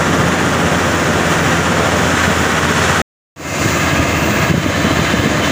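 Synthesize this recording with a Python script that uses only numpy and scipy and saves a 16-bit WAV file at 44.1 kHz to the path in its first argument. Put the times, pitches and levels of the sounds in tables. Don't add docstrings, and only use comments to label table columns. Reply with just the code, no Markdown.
import sys
import numpy as np
from scipy import signal
from scipy.fft import rfft, irfft
from scipy.io import wavfile
from scipy.ndimage import uniform_filter1d

SR = 44100
rng = np.random.default_rng(int(sys.argv[2]) if len(sys.argv) > 2 else 0)


def to_wav(sig):
    pcm = np.clip(np.atleast_2d(sig), -1, 1) * 32767
    pcm = np.round(pcm).astype(np.int16)
    wavfile.write(sys.argv[1], SR, pcm.T)


N = 242991
TIME = np.arange(N) / SR
FREQ = np.fft.rfftfreq(N, 1 / SR)
SIDE_END_S, REAR_START_S = 3.018, 3.361
HIGHEST_HZ = 15560

# time_s, rate_hz
FIRING_RATE = [(0, 85.9), (1.0, 85.7), (1.85, 85.2), (3.0, 83.7), (3.4, 81.3), (5.5, 80.9)]
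# multiple_of_firing_rate, relative_db
EXHAUST_OVERTONES = [(1.25, -16.5), (1.5, -14.5), (2, 4), (2.25, -10), (2.5, -11), (3, -3), (3.25, -18),
                     (4, -2), (5, -7.5), (6, -5), (6.25, -14.5), (7, -3.5), (8, -20)]
# multiple_of_firing_rate, level_db
FAN_TONES = [(1.785, -29.5), (3.57, -33.5), (4.6, -40.5)]
SIDE_LEVELS = {"roar": (-17, -.35), "clatter": (-18, .25), "hiss": (-29, 0.5), "sizzle": (-46.5, 1)}
REAR_LEVELS = {"roar": (-18, .5), "clatter": (-21, .1), "hiss": (-29, -0.53), "sizzle": (-39.5, -1.3)}
# middle_s, length_s, clatter_swell_db, hiss_swell_db
CROP_BUNCHES = [(1.33, 0.18, 2, 2.3), (1.514, .2, 1.5, 1.2), (2.054, 0.48, 0.5, 1), (2.222, .18, 2, 2),
                (2.435, .2, 0, 1.2), (2.878, 0.43, 1.5, 3), (3.59, 1, 0.5, 4), (3.892, 0.15, 2.5, -1),
                (4.43, 0.24, 1.1, 0.5), (4.874, 0.11, 3.5, 1), (5.096, 0.2, 1.8, 0.5),
                (5.47, 0.12, 2.2, 2.5)]
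# frequency_hz, relative_db
THRESHER_SIDE = [(20, -30.5), (55, -20), (80, -6), (130, -1), (260, 0.3), (340, -4), (420, -3), (620, -6),
                 (780, -5), (1450, -1.5), (1850, -3.5), (2200, -9.5), (3400, -13.5), (6000, -38)]
THRESHER_REAR = [(20, -28), (52, -13), (82, .5), (160, 4), (240, 0.5), (335, 2), (410, -5.5), (620, -2),
                 (830, -8.5), (1100, -3.5), (1400, -7), (1900, -7.5), (2400, -10), (3500, -16.5),
                 (6000, -27.5)]
# frequency_hz, relative_db
STRAW_SIDE = [(2500, -21.5), (3900, -4), (4700, -4.5), (5600, 0), (7300, 1), (8000, -6), (9500, -10),
              (11000, -16), (13800, -20)]
STRAW_REAR = [(2500, -24), (4400, -0.5), (5400, -2), (6600, 5.5), (7400, 3), (8200, -5.5), (10000, -10.5),
              (13800, -17)]
# start_s, relative_db, pitch_hz
STRAW_WADS = [(0.187, -12, 162), (2.276, -3.5, 191), (3.655, -2.5, 141), (3.993, 0.5, 106),
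              (4.497, -5.5, 150), (4.509, 0.5, 151), (4.538, -1.5, 248), (4.545, -1.5, 155),
              (4.575, 0, 166), (4.66, -3, 267), (4.846, -0.5, 190), (4.866, -6, 237), (4.907, -6, 295),
              (4.924, -4.5, 110), (4.99, -3, 177), (5.066, -17, 130), (5.08, -9, 160), (5.137, -1.5, 213),
              (5.19, -2.5, 120), (5.256, -3, 207), (5.272, -6, 218)]
# pitch_hz, rough_width_hz, from_corner_relative_db, from_behind_relative_db
HOUSING_RINGS = [(663, 53, -28.5, -31.5), (1217, 49, -29.5, -35), (1644, 95, -27, -30),
                 (1763, 44, -32, -28), (2093, 81, -28, -31), (2577, 140, -28.5, -36.5),
                 (2736, 84, -34, -40), (3053, 100, -39, -32.5), (3245, 50, -42, -40), (3580, 75, -54, -37),
                 (3960, 190, -40.5, -35.5)]
# time_s, change_db
RING_GROWTH = [(3.4, -3.5), (3.8, 0)]


def amp(db):
    return 10 ** (np.asarray(db) / 20)


def unit(x):
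    return x / np.sqrt(np.mean(x ** 2) + 1e-20)


def follow(rows):
    return np.interp(TIME, *np.transpose(rows))


def colour_gain(points, fall_db_per_octave=30):
    hz, db = np.transpose(points)
    octaves_above = np.log2(np.maximum(FREQ / hz[-1], 1))
    return amp(np.interp(np.log(FREQ + 1), np.log(hz), db) - fall_db_per_octave * octaves_above)


def filtered(x, gain):
    return irfft(rfft(x) * gain, N)


def change_treble(x, hz, db):
    treble = filtered(x, 1 - 1 / (1 + (FREQ / hz) ** 12))
    return x + treble * (amp(db) - 1)


def wander(hz):
    return unit(filtered(rng.standard_normal(N), np.exp(-(FREQ / hz) ** 2) * (FREQ > 0)))


def swell(middle_s, length_s, db):
    return db * np.cos(np.pi * np.clip((TIME - middle_s) / length_s, -.5, .5)) ** 2


def engine(speed_wobble=0.0023, recede_db_per_s=0.5):
    firings = np.cumsum(follow(FIRING_RATE) * (1 + speed_wobble * wander(11.1))) / SR

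    def tones(rows, waver, waver_hz):
        return sum(amp(db) * (1 + waver * wander(waver_hz))
                   * np.sin(2 * np.pi * (multiple * firings + rng.random())) for multiple, db in rows)

    hiding_s = (2.0, 2.25)
    receded_db = recede_db_per_s * np.maximum(TIME - REAR_START_S, 0)
    hum_db = np.interp(TIME, hiding_s, (-26.5, -27.5)) - receded_db
    overtones_db = np.interp(TIME, hiding_s, (-21.3, -27.5)) - receded_db
    hum = amp(hum_db + 1.2 * wander(3.2)) * np.sqrt(2) * np.sin(2 * np.pi * firings)
    overtones = amp(overtones_db) * unit(tones(EXHAUST_OVERTONES, waver=0.38, waver_hz=7.9))
    fan = tones(FAN_TONES, waver=0.4, waver_hz=2.1)
    return hum + overtones + fan


def gearbox(pitch_hz=1300, level_db=-39):
    cycles = np.cumsum(pitch_hz * (1 + 0.006 * wander(16))) / SR
    return amp(level_db) * (1 + 0.68 * wander(14)) * np.sin(2 * np.pi * cycles)


def crop_flow(base_levels, start_s):
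    levels = {layer: db + drift * (TIME - start_s) for layer, (db, drift) in base_levels.items()}
    for middle_s, length_s, clatter_db, hiss_db in CROP_BUNCHES:
        levels["clatter"] += swell(middle_s, length_s, clatter_db)
        levels["hiss"] += swell(middle_s, length_s, hiss_db)
        levels["sizzle"] += 0.6 * swell(middle_s, length_s, hiss_db)
    levels["sizzle"] += swell(middle_s=4.32, length_s=0.39, db=7)
    return levels


def drum_throb(beat_s, turns_per_s, depth_db):
    return depth_db * (1 + 0.421 * wander(5)) * np.cos(2 * np.pi * turns_per_s * (TIME - beat_s))


def impacts(per_s, spread_db, air):
    sizes = amp(spread_db * np.minimum(rng.exponential(1, N), 4))
    hits = sizes * rng.choice([-1, 1], N) * (rng.random(N) < per_s / SR)
    return unit(unit(hits) + air * rng.standard_normal(N))


def casing_echoes(x, echo, reach_s=0.016, creep=0.000201, count=12):
    bounces = np.zeros(N)
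    for distance, drift, flip in rng.random((count, 3)):
        delay_s = reach_s * distance + creep * (2 * drift - 1) * TIME
        bounces += np.sign(flip - .5) * np.interp(TIME - delay_s, TIME, x)
    return unit(unit(x) + echo * unit(bounces))


def thresher(levels, colour, throb_db, brighten_db=0, split_hz=800):
    gain = colour_gain(colour)
    lows = 1 / np.sqrt(1 + (FREQ / split_hz) ** 8)
    highs = np.sqrt(1 - lows ** 2)
    panels = filtered(impacts(per_s=900, spread_db=3.4, air=1.2), gain * lows)
    panels = casing_echoes(panels, echo=0.31, reach_s=0.04)
    sieves = filtered(impacts(per_s=1100, spread_db=1.42, air=1.48), gain * highs)
    sieves = casing_echoes(sieves, echo=0.22)
    sieves = unit(change_treble(sieves, hz=2100, db=brighten_db))
    roar = panels * amp(levels["roar"] + 0.5 * throb_db + wander(32))
    clatter = sieves * amp(levels["clatter"] + throb_db)
    return roar + clatter


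def straw(levels, colour, throb_db, shade_db=0):
    snaps = filtered(impacts(per_s=3500, spread_db=3.1, air=1.6), colour_gain(colour))
    hiss = casing_echoes(snaps, echo=0.25)
    return change_treble(hiss, hz=10000, db=shade_db) * amp(levels["hiss"] + 0.9 * throb_db)


def sizzle(levels):
    band = 1 / (1 + (FREQ / 14550 + .01) ** -90) * (FREQ < HIGHEST_HZ)
    fizz = filtered(impacts(per_s=3500, spread_db=3.0, air=1.5), band)
    return unit(fizz) * amp(levels["sizzle"] - 1.2 * wander(6))


def thuds(rise_s=0.0026, gain_db=-0.5, bass_cut_hz=80):
    out = np.zeros(N)
    t = np.arange(SR // 20) / SR
    push = t / rise_s * np.exp(1 - t / rise_s)
    for start_s, db, hz in STRAW_WADS:
        angle = 2 * np.pi * hz * t
        thud = amp(db + gain_db) * push * (np.sin(angle) + 0.39 * np.sin(2.24 * angle))
        slot = out[round(start_s * SR):][:len(t)]
        slot += thud[:len(slot)]
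    return signal.sosfilt(signal.butter(3, bass_cut_hz, "high", fs=SR, output="sos"), out)


def housing(levels, gain_db=-1.0, waver_db=1.5, turn_s=(4.48, 4.53)):
    rings = np.zeros(N)
    for hz, width_hz, corner_db, behind_db in HOUSING_RINGS:
        peak = 1 / (1 + ((FREQ - hz) / (0.62 * width_hz)) ** 2)
        ring = unit(filtered(rng.standard_normal(N), peak))
        ring_db = np.interp(TIME, turn_s, (corner_db, behind_db))
        rings += ring * amp(ring_db + waver_db * wander(7.9))
    extra_clatter_db = levels["clatter"] - levels["clatter"][TIME > REAR_START_S].mean()
    return rings * amp(gain_db + follow(RING_GROWTH) + 0.85 * extra_clatter_db)


def scene(brighten_db_per_s=0.6, shade_db_per_s=-0.5):
    side_throb = drum_throb(beat_s=0.011, turns_per_s=15.2, depth_db=0.95)
    rear_throb = drum_throb(beat_s=4.03, turns_per_s=14.8, depth_db=0.75)
    levels = crop_flow(SIDE_LEVELS, start_s=0)
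    side = thresher(levels, THRESHER_SIDE, side_throb, brighten_db=brighten_db_per_s * TIME)
    side += straw(levels, STRAW_SIDE, side_throb) + sizzle(levels)
    rear_time = TIME - REAR_START_S
    levels = crop_flow(REAR_LEVELS, REAR_START_S)
    rear = thresher(levels, THRESHER_REAR, rear_throb)
    rear += straw(levels, STRAW_REAR, rear_throb, shade_db=shade_db_per_s * rear_time)
    rear += sizzle(levels) + housing(levels)
    both_views = engine() + gearbox() + thuds()
    side_fade = np.clip((SIDE_END_S - TIME) / 0.002, 0, 1)
    rear_fade = np.minimum(0.052 + rear_time / 0.31, 1) * (rear_time > 0)
    return (side_fade * (side + both_views) + rear_fade * (rear + both_views))[None]


def record(dry, limit_db=-9.0, recover_db_per_s=21.5, cut_share=0.8, ceiling=0.83):
    power_db = 10 * np.log10(abs(uniform_filter1d(dry[0] ** 2, size=353)) + 1e-12)
    recovery_db = recover_db_per_s * TIME
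    remembered_db = np.maximum.accumulate(power_db + recovery_db) - recovery_db
    over_db = np.maximum(remembered_db - limit_db, 0)
    turned_down = dry * amp(-cut_share * uniform_filter1d(over_db, size=130))
    rounded = turned_down / (1 + (turned_down / ceiling) ** 8) ** (1 / 8)
    treble_cut = signal.firwin(701, HIGHEST_HZ, window=("kaiser", 9), fs=SR)
    return signal.oaconvolve(rounded, treble_cut[None], "same")


dry = scene()
out = record(dry)
to_wav(out)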